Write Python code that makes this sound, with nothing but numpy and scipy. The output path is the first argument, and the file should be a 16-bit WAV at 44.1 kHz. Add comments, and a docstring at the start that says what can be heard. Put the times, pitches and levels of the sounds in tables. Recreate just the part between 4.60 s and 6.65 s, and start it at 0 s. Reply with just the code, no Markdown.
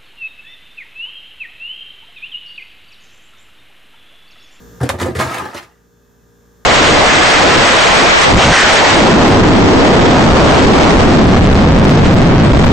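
"""Inside an ice machine a slab of ice slides off its grid, knocks the flap and breaks up in the plastic bin.
Each blow is a noise crack, a ringing piece, a knock on the bin's resonances and a boom of two cabinet panels;
random contacts and short rings make the shower of clinking pieces. A compressor hums and buzzes throughout,
built from multiples of its shaft speed over hiss, beside two faint wavering tones made of narrow noise bands
and a thin fluttering tone that swells once. An automatic gain drops at the crash and creeps back."""
import sys
import numpy as np
from scipy import signal
from scipy.fft import rfft, irfft, next_fast_len
from scipy.io import wavfile
from scipy.ndimage import uniform_filter1d, map_coordinates

SR = 44100
rng = np.random.default_rng(int(sys.argv[2]) if len(sys.argv) > 2 else 0)


def generate_wav(sig):
    """Save sig (samples, or channels by samples) to the path in sys.argv[1] as 16-bit PCM at SR."""
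    pcm = np.round(np.clip(np.atleast_2d(sig).T, -1, 1) * 32767).astype(np.int16)
    wavfile.write(sys.argv[1], SR, pcm)


N = 90404
T = np.arange(N) / SR  # time [s]
SIZE_DB = 4  # spread of impact sizes, standard deviation

# Resonances of the plastic bin: (frequency [Hz], width [Hz], level [dB])
BIN_MODES = [(246, 89, -3.5), (353.3, 22.6, 4.5), (519, 112, -1.5), (647.4, 38, 4.5), (822, 233, 1),
             (1050, 105, 2.5), (1211, 92, 2.5), (1440, 110, -4.5), (1480, 187, -4), (1777, 207, -1),
             (2010, 210, -8.5)]


def amp(db):
    """Amplitude factor of a level in dB."""
    return 10 ** (np.asarray(db) / 20)


def unit(x):
    """x scaled to rms 1."""
    return x / np.sqrt(np.mean(x ** 2) + 1e-20)


def along(points, hz):
    """Interpolates (Hz, value) points on a log frequency axis."""
    f, v = np.transpose(points)
    return np.interp(np.log(hz + 1), np.log(f + 1), v)


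def filtered(x, response):
    """x shaped by a complex response of frequency, zero-padded by at least half a second."""
    m = next_fast_len(N + SR // 2)
    return irfft(rfft(x, m) * response(np.fft.rfftfreq(m, 1 / SR)), m)[..., :N]


def body(modes):
    """Causal response of a resonant body: damped modes (Hz, width, dB) summed with alternating sign."""
    def response(f):
        total = 0
        for k, (centre, width, db) in enumerate(modes):
            damping = 1j * f * width
            total = total + (-1) ** k * amp(db) * damping / (centre * centre - f * f + damping)
        return total
    return response


def colour(points):
    """Causal (minimum-phase) response with the given (Hz, dB) shape."""
    def response(f):
        cepstrum = irfft(np.log(np.maximum(amp(along(points, f)), 1e-6)))
        # fold the cepstrum onto positive time, so that nothing sounds before its impulse
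        cepstrum[1:len(cepstrum) // 2] *= 2
        cepstrum[len(cepstrum) // 2 + 1:] = 0
        return np.exp(rfft(cepstrum))
    return response


def spread(a, b, alike):
    """Left and right as sum and difference of a and b, weighted by the likeness at each frequency."""
    def turn(hz):
        return np.arccos(np.clip(along(alike, hz), -1, 1)) / 2

    def weights(hz):
        return np.array([np.cos(turn(hz)), np.sin(turn(hz))])

    mid, side = filtered(np.array([a, b]), weights)
    return np.array([mid + side, mid - side])


def compressor():
    """A turning shaft sounds at multiples of its speed: low hum, a comb of buzz and whine, over steady hiss."""
    shaft_hz = 58.4  # mean speed, turns per second
    hum_db, buzz_db, whine_db, air_db = -54, -63.5, -82, -55.5
    whine_orders = [60, 75, 90]  # multiples of the shaft speed
    buzz_scatter_db = 6
    # Hum: (multiple of the shaft speed, level [dB])
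    hum_orders = [(1, 6.5), (2, 2), (3, 2), (4, -3.5), (5, -26), (6, -9), (7, 1), (8, 2.5), (10, -10)]
    # Valve buzz, relative spectrum: (frequency [Hz], level [dB])
    buzz_spectrum = [(620, 0), (900, 3), (1200, -8), (1700, 7.5), (2100, -19), (3500, -5), (4700, -23),
                     (5300, -5), (6600, -3), (7400, -5), (7900, -46)]
    # Steady hiss of the machine, relative spectrum: (frequency [Hz], level [dB])
    air_spectrum = [(18, -43), (30, -0.5), (252, -7), (319, -12.5), (461, -7), (684, -20), (1190, -17.5),
                    (1720, -20), (2350, -31), (5900, -30.5), (7300, -26), (7800, -32.5), (12000, -33),
                    (13100, -32), (13700, -21), (14700, -30), (16000, -46)]
    # Stereo width of buzz and hiss: (frequency [Hz], left-right likeness)
    air_alike = [(60, 0.17), (240, 0.074), (950, 0.042), (3770, 0.81), (15000, 0.05)]

    drift = map_coordinates(rng.standard_normal(12), [T * 4])  # slow random wander
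    phase = 2 * np.pi * (shaft_hz * T + 0.0016 * drift)
    hum = unit(sum(amp(db) * np.sin(k * phase + 2 * np.pi * rng.random()) for k, db in hum_orders))

    # one turn of the shaft as a waveform, read out again and again
    cycle = np.zeros(513, complex)
    k = np.arange(11, 262)
    scatter_db = buzz_scatter_db * rng.uniform(-0.75, 1, size=len(k))
    order_phase = 2 * np.pi * rng.random(len(k))
    cycle[k] = amp(along(buzz_spectrum, k * shaft_hz) + scatter_db) * np.exp(1j * order_phase)
    shape = irfft(np.pad(cycle, (0, 7680)))  # padded for a finely sampled turn
    buzz = unit(np.interp(phase / (2 * np.pi) % 1, np.arange(len(shape)) / len(shape), shape))
    wide_buzz = spread(buzz, np.roll(buzz, 277), air_alike)

    air = filtered(rng.standard_normal((2, N)), lambda hz: amp(along(air_spectrum, hz)))
    wide_air = unit(spread(*air, air_alike))

    whine = np.zeros(N)
    for order in whine_orders:
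        flicker = amp(4 * map_coordinates(rng.standard_normal(20), [T * 8]))
        whine += flicker * np.sin(order * phase)
    return amp(hum_db) * hum + amp(whine_db) * whine + amp(buzz_db) * wide_buzz + amp(air_db) * wide_air


def wavering_tones():
    """Narrow bands of noise near 257 and 1214 Hz waver like faint tones."""
    # Wavering tones: (frequency [Hz], width [Hz], level [dB])
    tones = [(257, 46, -64), (1214, 18, -72.5)]
    out = np.zeros(N)
    for hz, width, db in tones:
        band = filtered(rng.standard_normal(N), lambda f: np.exp(-((f - hz) / width) ** 2))
        out += amp(db) * unit(band)
    return out


def thin_tone():
    """A thin tone of steady pitch flutters at random and swells once."""
    pitch_hz, level_db = 2580, -76
    swell_s, span_s = 1.5, 0.11  # time of the swell and its half-width
    flutter = amp(3.5 * map_coordinates(rng.standard_normal(80), [T * 35]))
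    swell = 0.25 + np.exp(-((T - swell_s) / span_s) ** 2)
    return amp(level_db) * swell * flutter * np.sin(2 * np.pi * pitch_hz * T)


def contacts(per_s):
    """Random tiny impacts of uneven size and either sign, rms 1."""
    hit = rng.random(N) < per_s / SR
    return unit(hit * rng.choice([-1, 1], size=N) * amp(SIZE_DB * rng.standard_normal(N)))


def clinks():
    """Loose pieces ring briefly, each at its own pitch, higher ones dying sooner; rms 1."""
    per_s, cycles = 900, 45  # cycles: periods until a ring has fallen by 60 dB
    centre_hz, pitch_spread = 2873, 0.55  # spread in natural log of frequency
    draw = rng.standard_normal((2000, 2))[:int(per_s * N / SR)]
    start = rng.integers(0, N, size=2000)[:len(draw), None]
    t = np.arange(1200)  # samples since the contact
    hz = np.clip(centre_hz * np.exp(pitch_spread * draw[:, :1]), 700, 13000)
    fall = amp(SIZE_DB * draw[:, 1:] - 60 * t * hz / SR / cycles)
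    onset = np.minimum(t / 40, 1)
    ring = fall * np.sin(2 * np.pi * hz * t / SR) * onset
    return unit(np.bincount((start + t).ravel(), ring.ravel())[:N])


def shower():
    """Many small contacts: chips hiss and clink, lumps excite the walls of the bin."""
    chips_per_s, lumps_per_s, clink_db = 3500, 1100, -1  # clinks relative to the chip hiss
    # Level of the shower over time: (time [s], small chips [dB], heavy lumps [dB])
    course = [(0.202, -64, -35), (0.214, -61, -17), (0.24, -36.5, -42.5), (0.266, -35, -31),
              (0.289, -54, -34), (0.297, -16.5, -15), (0.322, -74, -43), (.345, -44.5, -29.5),
              (0.38, -48, -36), (0.418, -28, -16), (0.432, -25, -33), (0.451, -59, -25.5), (0.47, -36, -28),
              (0.545, -51, -46), (0.554, -28, -19), (0.575, -46.5, -36.5), (0.599, -20, -16),
              (0.667, -33.5, -24.5), (.72, -29, -24), (.755, -28, -25.5), (.81, -34.5, -27),
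              (.85, -38.5, -29.5), (0.926, -44, -34), (0.954, -34, -34), (0.984, -28, -33.5),
              (1.008, -44.5, -38.5), (1.03, -40, -51), (1.071, -55.5, -48.5), (1.15, -64.5, -64),
              (1.26, -73.5, -78)]
    # Hiss of the chips, relative spectrum: (frequency [Hz], level [dB])
    chip_spectrum = [(530, -30), (900, -7.5), (1230, -8.5), (1490, -9), (1850, -3.5), (2330, -10),
                     (3300, -14), (9420, -22.5), (16000, -31)]
    s, chips_db, lumps_db = np.transpose(course)

    def level(db):
        return amp(np.interp(T, s, db, left=-120, right=-120))

    hiss = unit(filtered(contacts(chips_per_s), colour(chip_spectrum)))
    chips = hiss + amp(clink_db) * clinks()
    lumps = filtered(level(lumps_db) * contacts(lumps_per_s), body(BIN_MODES))
    steady_lumps = filtered(contacts(lumps_per_s), body(BIN_MODES))  # reference loudness
    return level(chips_db) * chips + lumps / np.std(steady_lumps)


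def blows():
    """Each blow cracks, rings the struck piece, knocks the bin and pushes two panels of the cabinet."""
    piece_t60_s, piece_rise_s = 0.054, 0.007
    push_s, soft_s = 0.0017, 0.0019  # panel push; contact of a soft blow
    crush_s, splinter_db = 0.0051, -7.5  # rise of a soft crack; splinters relative to the crack noise
    tick_db, tick_t60_s = 5, 0.004  # first contact of the hardest blow, over its crack
    deep_panel, high_panel = (87, 26), (124, 22)  # (frequency [Hz], width [Hz])
    # Blows: (time [s], crack [dB], knock on the bin [dB], deep panel boom [dB], high panel boom [dB],
    # pitch of the struck piece [Hz], its ring [dB], crack t60 [s], hardness [0-1])
    hits = [ (0.2085, -19, -18.5, -13.5, -7, 397, -7, 0.077, 0),
            (0.2306, -9.5, -10.5, -55, -45, 280, -0.5, 0.046, 0.12),
            (0.2912, -6.5, -13, -19, -47, 541, -3.5, 0.048, 1),
            (0.3311, -40, -18.5, -17, -27, 624, -29, 0.086, 0.4),
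            (0.3864, -21, -20, -26, -37, 940, -22, 0.089, 0.25),
            (0.3997, -17.5, -36, -58, -36, 517, -22, 0.058, 0.72),
            (.411, -10, -13.5, -16.5, -46, 330, -6.5, 0.092, 0.11),
            (0.432, -37, -28.5, -16.5, -31, 362, -10.5, 0.09, 0.3),
            (0.4595, -18, -14, -36, -20.5, 511.6, 0.5, 0.058, 0.44),
            (0.4817, -27, -13.5, -25.5, -27, 352, -11.5, 0.026, 0.1),
            (0.5071, -35.5, -18.5, -29, -27, 364, -20, 0.073, 0.46),
            (0.5515, -23.5, -15, -18.5, -43, 415, -10.5, 0.15, 0.73),
            (0.562, -21.5, -25.5, -18.5, -17.5, 850, -31, 0.21, 0.8),
            (.5895, -13.5, -12.5, -45, -44, 386, -33, 0.07, 0.36),
            (.608, -11, -29, -38, -18.5, 1241, -3.5, 0.054, 0.37),
            (0.6172, -24, -30, -39, -46, 337, -8.5, 0.034, 0.2),
            (0.6462, -22.5, -43, -20, -21, 290, -7, 0.18, 0.4),
            (0.7106, -18, -25, -47, -28, 1274, -8, 0.031, 0.2),
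            (0.745, -17, -11.5, -51, -32, 800, -15, 0.044, 0.9),
            (0.7841, -19, -50, -29.5, -34, 1606, -15, 0.044, 1),
            (0.8203, -38, -24, -32.5, -46, 391, -7.5, 0.034, 0),
            (0.8547, -26.5, -12, -53, -36, 866, -15.5, 0.031, 0.84),
            (0.945, -21, -20.5, -35.5, -46, 594, -15, 0.067, 0.51),
            (1.024, -45, -37, -47, -47, 385, -32, 0.073, 0.6)]
    # Noise of a crack, relative spectrum: (frequency [Hz], level [dB])
    crack_spectrum = [(710, -23.5), (1200, -5.5), (1770, 1), (2800, -18), (3800, -10), (5200, -15.5),
                      (7500, -14.5), (10600, -17.5), (12000, -22), (16000, -51)]

    crack, ring, knock, deep, high = np.zeros((5, N + SR))
    t = np.arange(SR // 4) / SR
    push = np.sin(np.pi * np.clip(t / push_s, 0, 1))
    push = push / push.sum()
    for s, crack_db, knock_db, deep_db, high_db, hz, ring_db, t60, hard in hits:
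        at = slice(round(s * SR), round(s * SR) + len(t))
        # hard blows start at once with a tick, soft ones build up as the ice crushes
        rise = 1 - (1 - hard) * np.exp(-t / crush_s)
        tick = np.clip(hard, 0, 1) * amp(tick_db - 60 * t / tick_t60_s)
        fall = amp(-60 * t / t60) * rise + tick
        crack[at] += amp(crack_db) * fall / 2

        piece = amp(ring_db - 60 * t / piece_t60_s) * np.sin(2 * np.pi * hz * t)
        ring[at] -= piece * (1 - np.exp(-t / piece_rise_s))

        # softer contact blurs the force, so it excites less treble
        rough = rng.standard_normal(len(t))
        blurred = unit(np.convolve(rough, np.hanning(int(soft_s * SR) + 3), "same"))
        force = fall * (hard * rough + (1 - hard) * blurred)
        knock[at] += amp(knock_db) * force / np.linalg.norm(force)
        deep[at] -= amp(deep_db) * push
        high[at] -= amp(high_db) * push

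    impulse = np.eye(1, N)[0]

    def struck(x, response):
        return filtered(x[:N], response) / np.abs(filtered(impulse, response)).max()

    def panel(mode):
        return lambda f: body([(*mode, 0)])(f) ** 2  # the resonance twice over: a slower swell

    noise = filtered(crack[:N] * rng.standard_normal(N), colour(crack_spectrum))
    noise = noise / np.linalg.norm(filtered(impulse, colour(crack_spectrum)))
    splinters = amp(splinter_db) * crack[:N] * clinks()
    ice = noise + splinters + ring[:N] + struck(knock, body(BIN_MODES))
    boom = struck(deep, panel(deep_panel)) + struck(high, panel(high_panel))
    return ice, boom


def inside(x):
    """The closed machine answers with decaying noise; a new tail every tenth of a second."""
    # Decay inside the machine: (frequency [Hz], t60 [s])
    decay = [(150, 0.28), (1000, 0.12), (12000, 0.15)]
    out, step = np.zeros((2, N + SR)), SR // 10
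    for i in range(0, N - step, step):
        hz, t, z = signal.stft(rng.standard_normal((2, SR // 3)), SR, nperseg=256)
        fall = amp(-60 * t / along(decay, hz)[:, None])
        tail = signal.istft(z * fall, SR, nperseg=256)[1]
        wet = signal.fftconvolve(x[None, i:i + step], tail / np.linalg.norm(tail[0]), axes=1)
        out[:, i:i + wet.shape[1]] += wet
    return out[:, :N]


def scene():
    """The ice crash and its answer inside the machine, over compressor, wavering tones and thin tone."""
    inside_db = -5  # level of the answer in the middle
    # Stereo width of the crash: (frequency [Hz], left-right likeness)
    crash_alike = [(60, 0.33), (180, 0.94), (550, 0.8), (1650, 0.39), (4970, 0.77), (15000, 0.17)]
    machine = compressor() + wavering_tones() + thin_tone()
    ice, boom = blows()
    ice = ice + shower()
    near, far = inside(ice)
    crash = spread(ice + boom + amp(inside_db) * near, far, crash_alike)
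    return crash + machine


def record(dry):
    """Automatic gain drops fast on loud sound and returns slowly; deep bass and the top band are cut."""
    rest_db, loud_db, depth_db = 11.5, -42, 13.5  # resting gain, threshold, deepest reduction
    return_db_per_s, grip_s = 4.5, 0.0084  # slow return; smoothing of the gain
    bass_cut_hz, top_hz = 50, 15800
    power = uniform_filter1d(np.mean(dry ** 2, 0), SR // 100)
    level_db = 10 * np.log10(np.abs(power) + 1e-12)
    need_db = np.clip(loud_db - level_db, -depth_db, 0)
    # hold the lowest gain needed so far, rising at the return rate
    creep_db = return_db_per_s * T
    gain_db = np.minimum(np.minimum.accumulate(need_db - creep_db) + creep_db, 0)
    gain_db = uniform_filter1d(gain_db, max(int(grip_s * SR), 1))
    bass_cut = signal.butter(4, bass_cut_hz, "high", fs=SR, output="sos")
    levelled = signal.sosfilt(bass_cut, dry) * amp(rest_db + gain_db)
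    return filtered(levelled, lambda hz: hz < top_hz)


dry = scene()
out = record(dry)
generate_wav(out)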